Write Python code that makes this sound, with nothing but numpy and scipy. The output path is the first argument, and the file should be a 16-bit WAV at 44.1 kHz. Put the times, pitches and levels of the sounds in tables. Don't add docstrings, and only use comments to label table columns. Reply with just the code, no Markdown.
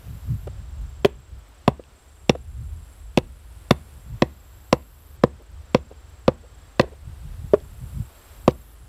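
import sys
import numpy as np
from scipy import signal
from scipy.fft import rfft, irfft
from scipy.io import wavfile
from scipy.ndimage import uniform_filter1d, minimum_filter1d

SR = 44100
rng = np.random.default_rng(int(sys.argv[2]) if len(sys.argv) > 2 else 0)


def master_out(mix):
    frames = np.transpose(np.atleast_2d(mix))
    ceiling = np.clip(frames, -1, 1)
    pcm = np.round(ceiling * 32767).astype(np.int16)
    wavfile.write(sys.argv[1], SR, pcm)


N = 391608
TIME = np.arange(N) / SR
RING = np.arange(SR // 4) / SR


def amp(db):
    return 10 ** (np.asarray(db) / 20)


def unit(x):
    return x / np.sqrt(np.mean(x ** 2) + 1e-20)


def read(points, hz):
    f, value = np.transpose(points)
    return np.interp(np.log(hz + 1), np.log(f + 1), value)


def level(curve):
    return amp(np.interp(TIME, *np.transpose(curve)))


def add(mix, s, sound):
    part = mix[max(round(s * SR), 0):][:len(sound)]
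    part += sound[:len(part)]


def band(x, order, hz, kind):
    return signal.sosfilt(signal.butter(order, hz, kind, fs=SR, output="sos"), x)


def noise(spectrum):
    bins = rfft(rng.standard_normal(N))
    shape = amp(read(spectrum, np.fft.rfftfreq(N, 1 / SR)))
    return unit(irfft(bins * shape, N))


def drift(hz):
    bins = rfft(rng.standard_normal(N))
    smooth = np.exp(-(np.fft.rfftfreq(N, 1 / SR) / hz) ** 2)
    return unit(irfft(bins * smooth, N))


def resonate(x, hz, width_hz):
    r = np.exp(-np.pi * width_hz / SR)
    return 2 * signal.lfilter([1 - r], [1, -r * np.exp(2j * np.pi * hz / SR)], x).real


# pitch_hz, relative level_db (per Hz)
AIR_SPECTRUM = [(30, 0.5), (60, 13.5), (130, -9), (300, -2.5), (800, -5.5), (1400, -7), (2100, -12.5),
                (3200, -13), (5000, -17.5), (7000, -20.5), (10000, -22.5), (15400, -27), (15900, -51)]
# time_s, level_db
AIR_CURVE = [(0, -56.5), (1, -58), (2.2, -60.5), (4.1, -58), (5, -60), (8.3, -56), (8.88, -60)]


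def still_air(air_db=4.5):
    return noise(AIR_SPECTRUM) * level(AIR_CURVE) * amp(air_db + .5 * drift(4.9))


# pitch_hz, relative level_db (per Hz)
RUMBLE_SPECTRUM = [(20, -26), (32, -7), (50, 5), (70, 6), (100, -5.5), (150, -44), (220, -32), (320, -46.5),
                   (600, -65)]
# time_s, level_db
BREEZE_CURVE = [(0, -49), (.3, -35.5), (.8, -37), (1.0, -39.5), (1.5, -48), (2.1, -50.5), (2.6, -33),
                (2.95, -46), (3.3, -42), (4.3, -45.5), (4.9, -47.5), (5.2, -45), (6.05, -47), (6.35, -42.5),
                (6.75, -46.5), (7.15, -39.5), (7.95, -39.5), (8.2, -52.5), (8.45, -40.5), (8.88, -46.5)]
# time_s, rumble_db, eddies_db
WIND_PUFFS = [(.1, 7, 18.5), (.3, 5.5, 17), (.72, 2.5, 4), (.82, 6.5, 9), (1.35, 9.5, 12.5), (2.71, 7, -2),
              (3.06, 12, 2), (3.28, 9, 13.5), (4.13, 10, 27), (5.57, 10, 2.5), (7.08, 5, 13),
              (7.33, 5, 5.5), (7.44, 2, 7), (7.85, 1, 13), (8.0, 11, 16)]
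PUFF_S = 0.053


def wind(gust_db=1.3, gust_hz=8, eddy_db=-47, eddy_at_db=-37, eddy_growth=1.61, lump_db=4.5):
    breeze = np.interp(TIME, *np.transpose(BREEZE_CURVE)) + gust_db * drift(gust_hz)
    rumble_db = breeze
    swirl_db = eddy_db + eddy_growth * (breeze - eddy_at_db)
    for s, low_db, high_db in WIND_PUFFS:
        puff = np.exp(-((TIME - s) / PUFF_S) ** 2)
        rumble_db = rumble_db + low_db * puff
        swirl_db = swirl_db + high_db * puff
    flow = noise(RUMBLE_SPECTRUM)
    flow = flow / np.sqrt(uniform_filter1d(flow ** 2, size=3000) + 0.097)
    eddies = noise([(50, -26.5), (110, 6.5), (160, -3.5), (220, -13.5), (320, -26.5), (700, -59.0)])
    eddies = eddies * amp(lump_db * drift(14))
    return amp(rumble_db) * flow + amp(swirl_db) * eddies


def phrases(rows, length_s, swell_db, start_s=0.17, stop_s=0.03):
    gain, slack = np.zeros(N), np.zeros(N)
    for end, db in rows:
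        left = (end - TIME) / length_s
        gate = np.clip(length_s * np.minimum(left / stop_s, (1 - left) / start_s), 0, 1)
        lag = (gate > 0) * np.clip(left, 0, 1) ** 2
        gain += gate * amp(db - swell_db * lag)
        slack = np.maximum(slack, lag)
    return gain, slack


PHRASE_CLIMB_HZ = 300


def trill(rate, top_hz, fall_hz, slack=0, jitter_hz=55):
    stroke = np.cumsum(rate * (1 + 0.036 * drift(1.7))) / SR % 1
    hz = top_hz - PHRASE_CLIMB_HZ * slack - fall_hz * stroke + jitter_hz * drift(400)
    tone = np.sin(2 * np.pi * np.cumsum(hz) / SR)
    pulses = abs(np.sin(np.pi * stroke)) ** 2.4
    return unit(pulses * amp(1.5 * drift(21)) * tone)


# end_s, level_db
LOW_PHRASES = [(1.29, -66), (3.1, -66), (4.9, -66.5), (6.83, -67.5), (8.65, -63.5)]
# end_s, level_db
HIGH_PHRASES = [(.86, -73), (2.35, -69.5), (4.06, -70), (5.65, -71.5), (7.3, -68.5), (8.58, -67)]
PHRASE_S, PHRASE_SWELL_DB = 1.3, 5


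def trillers(trill_db=-1, far_low_db=-71, far_high_db=-74):
    low, low_slack = phrases(LOW_PHRASES, PHRASE_S, PHRASE_SWELL_DB)
    high, high_slack = phrases(HIGH_PHRASES, PHRASE_S, PHRASE_SWELL_DB)
    near = low * trill(30.3, 7730, 300, low_slack) + high * trill(31.5, 8330, 310, high_slack)
    far_low = amp(far_low_db) * trill(25, 7850, 750, jitter_hz=129)
    far_high = amp(far_high_db) * trill(32.5, 8300, 600, jitter_hz=148)
    return amp(trill_db) * near + far_low + far_high


def strokes(rate, depth, waver=.012):
    turns = np.cumsum(rate * (1 + waver * drift(3))) / SR
    return unit(1 + depth * np.cos(2 * np.pi * turns))


# end_s, level_db
KATYDID_BUZZES = [(.47, -59.5), (5.18, -59), (8.761, -58)]
BUZZ_S, BUZZ_SWELL_DB, BUZZ_RATE = 2.5, 26.5, 130
TICK_REST_S, TICK_RUN_S, TICK_GAP_S, TICK_DB = .24, 0.79, .097, -61.5


def katydid(buzz_db=-2):
    ticks = np.zeros(N)
    for end, _ in KATYDID_BUZZES:
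        for s in end + TICK_REST_S + np.arange(0, TICK_RUN_S, TICK_GAP_S):
            uneven_s = 0.0025 * rng.standard_normal()
            add(ticks, s + uneven_s, amp(TICK_DB) * np.exp(-RING / 0.0049))
    rasp = noise([(7000, -30.5), (10000, -9), (11200, -7.0), (12400, -1.0), (13500, -7.5),
                  (15400, -9.5), (15900, -55)])
    buzz, _ = phrases(KATYDID_BUZZES, BUZZ_S, BUZZ_SWELL_DB)
    return rasp * (amp(buzz_db) * buzz * strokes(BUZZ_RATE, depth=0.53) + ticks)


# end_s, level_db
FAR_HISSES = [(.3, -67), (3.1, -61.5), (4.14, -60), (8.1, -60.5), (9.0, -62)]
HISS_S, HISS_SWELL_DB, HISS_RATE = 1.28, 11.5, 104


def far_hisser(hiss_db=-2):
    rasp = noise([(5000, -42.5), (8000, -9.5), (9700, -5.5), (11500, -6.5), (13500, -14.0), (15900, -25)])
    hiss, _ = phrases(FAR_HISSES, HISS_S, HISS_SWELL_DB, stop_s=0.16)
    return amp(hiss_db) * hiss * rasp * strokes(HISS_RATE, depth=0.61)


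# pitch_hz, t60_s (time to fall by 60 dB)
YARD_RING = [(100, 0.63), (250, 0.15), (500, 0.22), (1000, 0.24), (3000, 0.4), (8000, 0.15), (15000, .07)]


def yard(x, near_db=-21, near_s=0.012, far_db=-28, grass_hz=900):
    t = np.arange(SR // 2) / SR
    near, far = rng.standard_normal((2, len(t)))
    near = near * np.exp(-t / near_s) * (t > .004)
    near = near / np.linalg.norm(near)
    hz, at, z = signal.stft(far, SR, nperseg=256)
    fade = amp(-60 * at / read(YARD_RING, hz)[:, None])
    far = signal.istft(z * fade, SR, nperseg=256)[1][:len(t)] * np.minimum(t / 0.019, 1)
    lows = rfft(far)[np.fft.rfftfreq(len(t), 1 / SR) < 1000]
    far = far / np.sqrt(np.mean(abs(lows) ** 2))
    echo = band(amp(near_db) * near + amp(far_db) * far, 1, grass_hz, "low")
    return signal.fftconvolve(x, echo)[:N]


def mode(hz, db, t60, rise_cycles=1.65):
    rise = 1 - np.exp(-RING * hz / rise_cycles)
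    return amp(db - 60 * RING / t60) * np.sin(2 * np.pi * hz * RING) * rise


def snaps(decay_s, linger_db=-27, linger_s=0.0097, spread_db=4):
    sizes = rng.standard_normal(len(RING)) * amp(spread_db * rng.standard_normal(len(RING)))
    return sizes * (np.exp(-(RING / decay_s) ** 2) + amp(linger_db) * np.exp(-RING / linger_s))


def burst(x, db, size=300):
    return amp(db) * x / np.sqrt(np.sum(x ** 2) / size)


# pitch_hz, width_hz, level_db
BRANCH_RINGS = [(1380, 800, -0.5), (2000, 300, 7), (2600, 230, 10.5), (3500, 317, 6.5), (4230, 470, 2.5),
                (5680, 460, -0.5), (7220, 700, -12.5)]
MAIN_RING = 2


def crack(db, decay_s, tilt_db=0, bite_db=-40, ring_hz=2618, ring_db=0):
    force = snaps(decay_s, linger_db=-26.5, linger_s=.009)
    force = force / np.linalg.norm(force)
    force[0] += amp(bite_db)
    tuning = ring_hz / BRANCH_RINGS[MAIN_RING][0]
    wood = 0
    for k, (hz, width_hz, row_db) in enumerate(BRANCH_RINGS):
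        gain_db = row_db + tilt_db * np.log2(hz / 3000) + ring_db * (k == MAIN_RING)
        wood = wood + (-1) ** k * amp(gain_db) * resonate(force, hz * tuning, width_hz)
    return burst(band(wood, 2, [1000, 8000], "band"), db)


def fizz(db, decay_s, low_hz=6800, soft_hz=6000):
    grit = band(snaps(decay_s, linger_db=-13.5), 3, low_hz, "high")
    return burst(band(grit, 1, soft_hz, "low"), db)


# start_s, knock_db, pitch_hz, rub_db, rub_length_s
SHIFTS = [(0.469, -31, 426, -31, 0.015), (1.794, -25, 350, -36, 0.0094), (2.35, -13.5, 382, -24.5, 0.0093),
          (5.387, -50, 420, -49.5, 0.043), (5.905, -46, 413, -41, .026), (6.424, -51, 460, -50, 0.042),
          (6.822, -28, 427, -30, 0.03), (6.867, -50, 455, -45.5, 0.026), (6.904, -60, 400, -45.5, 0.049)]
# start_s, level_db, decay_s, main_ring_hz
SMALL_CRACKLES = [(0.472, -47, 0.0046, 1270), (1.056, -32.5, .0028, 3000), (1.838, -55, 0.0011, 2740),
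                  (2.302, -33, 0.0017, 2600), (3.184, -31.5, .0027, 2730), (4.823, -61, 0.0026, 2650),
                  (5.756, -43, 0.022, 2650), (6.808, -43, .008, 3070), (6.812, -32, 0.0016, 3170),
                  (7.601, -55.5, .0036, 3420), (8.479, -26.5, .005, 2300), (8.493, -44, 0.018, 2870),
                  (8.508, -47, 0.0032, 3660)]


def small_sounds(t60=0.031, upper_ratio=1.4, upper_db=-5, rub_width_hz=330):
    out = np.zeros(N)
    for s, db, hz, rub_db, length_s in SHIFTS:
        rub = rng.standard_normal(len(RING))
        for _ in range(2):
            rub = resonate(rub, hz, rub_width_hz)
        stroke = np.sin(np.pi * np.minimum(RING / length_s, 1))
        knock = mode(hz, db, t60) - mode(hz * upper_ratio, db + upper_db, t60)
        add(out, s, knock + amp(rub_db) * stroke * unit(rub))
    for s, db, decay_s, ring_hz in SMALL_CRACKLES:
        add(out, s, crack(db, decay_s, ring_hz=ring_hz) + fizz(db - 14.5, decay_s))
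    return out


# pitch_hz, level_db, t60_s
BOARD_MODES = [(69.8, -30.5, 0.26), (137, 2, 0.028), (222.5, -3.5, 0.026), (573, 10, 0.01), (749, 1, 0.012),
               (992, -3.5, .017), (1144, -3.95, 0.014)]
# start_s, thump_db, lower_knock_hz, lower_knock_db, upper_knock_hz, upper_knock_db, clack_db,
# crack_db, crack_tilt_db, fizz_db, main_ring_hz, main_ring_extra_db
AXE_BLOWS = [(1.048, 6.5, 408.6, 10, 597, 7, 3.5, -10.5, -4.5, -31, 2490, -2.5),
             (1.6787, 11, 420, -3, 537, 3.5, 6.5, -17, -3.5, -37, 2650, 2),
             (2.2951, 10, 359, -3.5, 461, 5.5, -5, -14.5, 4, -38.5, 2610, 2.5),
             (3.175, 9, 365, -1, 508, 5, -3, -17.5, -6, -42, 2710, 9.5),
             (3.709, 12.5, 361, -3.5, 444, 2.5, 3.5, -12, -7, -28.5, 2700, -8.5),
             (4.2217, 9, 353, 0, 514, 4, 2, -15, -1, -44, 2550, -4),
             (4.7278, 8.5, 344, -1, 485, 7.5, 6, -15.5, 3, -31.5, 2670, -3),
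             (5.2372, 10.5, 356, 1.5, 470, 9, 2, -25, -3, -43.5, 2570, -12),
             (5.747, 9, 380, -3.5, 506, 8.5, 0.5, -20, -1.5, -48, 2630, -2),
             (6.28, 9.5, 357, 0.5, 521, 10.5, 3, -23, -2.5, -46, 2590, -8.5),
             (6.7965, 10.5, 362, 3, 514, 10.5, 7.5, -9, -3, -37.5, 2620, -8),
             (7.536, -3, 416, 10.5, 609, 8.5, -5.5, -46.5, -5, -62, 2670, -8),
             (8.479, 10.5, 367, 2, 485, 8.5, 4.5, -25.5, -15, -48, 2400, 1)]


def chops(crack_s=0.0022, split_db=1, lead_s=0.001036, lower_t60=0.034, upper_t60=0.027,
          judder_db=-20, judder_s=0.01, push_db=-4, push_s=0.0007, lead_in_s=0.0025, lead_in_db=-24):
    out = np.zeros(N)
    u = RING / push_s
    push = amp(push_db) * u * (2 - u) * np.exp(1 - u)
    for (s, thump, lower_hz, lower, upper_hz, upper, clack,
         split, tilt, grit, ring_hz, ring) in AXE_BLOWS:
        board = 0
        for k, (hz, db, t60) in enumerate(BOARD_MODES):
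            blow_db = thump if hz < 400 else clack
            board = board + (-1) ** k * mode(hz, db + blow_db, t60)
        knock = mode(upper_hz, upper, upper_t60) - mode(lower_hz, lower, lower_t60)
        judder = band(snaps(judder_s, linger_db=-14.5, linger_s=0.017), 2, [280, 1100], "band")
        add(out, s - lead_in_s, crack(split + lead_in_db, 0.006, 3.0))
        add(out, s - lead_s, board + knock + burst(judder, judder_db))
        fibres = crack(split + split_db, crack_s, tilt, bite_db=1.5, ring_hz=ring_hz, ring_db=ring)
        add(out, s, push + fibres + fizz(grit, decay_s=0.0031))
    return out


def scene():
    wood = chops() + small_sounds()
    insects = trillers() + katydid() + far_hisser()
    return (wood + yard(wood) + still_air() + wind() + insects)[None]


def gain_control(x, threshold_db=-14, share=0.13, attack_s=0.073, recover_db_per_s=9):
    over_db = share * np.maximum(20 * np.log10(abs(x[0]) + 1e-9) - threshold_db, 0)
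    fall = TIME * recover_db_per_s
    cut_db = np.maximum.accumulate(over_db + fall) - fall
    r = np.exp(-1 / (attack_s * SR))
    return x * amp(-signal.lfilter([1 - r], [1, -r], cut_db))


EDGE_HZ = 16200


def record(dry):
    ducked = gain_control(dry)
    gain = minimum_filter1d(1 / np.maximum(abs(ducked), 1), size=101)
    held = ducked * uniform_filter1d(gain, size=101)
    lowpass = signal.firwin(511, EDGE_HZ, window=("kaiser", 9), fs=SR)
    return signal.oaconvolve(held, lowpass[None], "same")


dry = scene()
out = record(dry)
master_out(out)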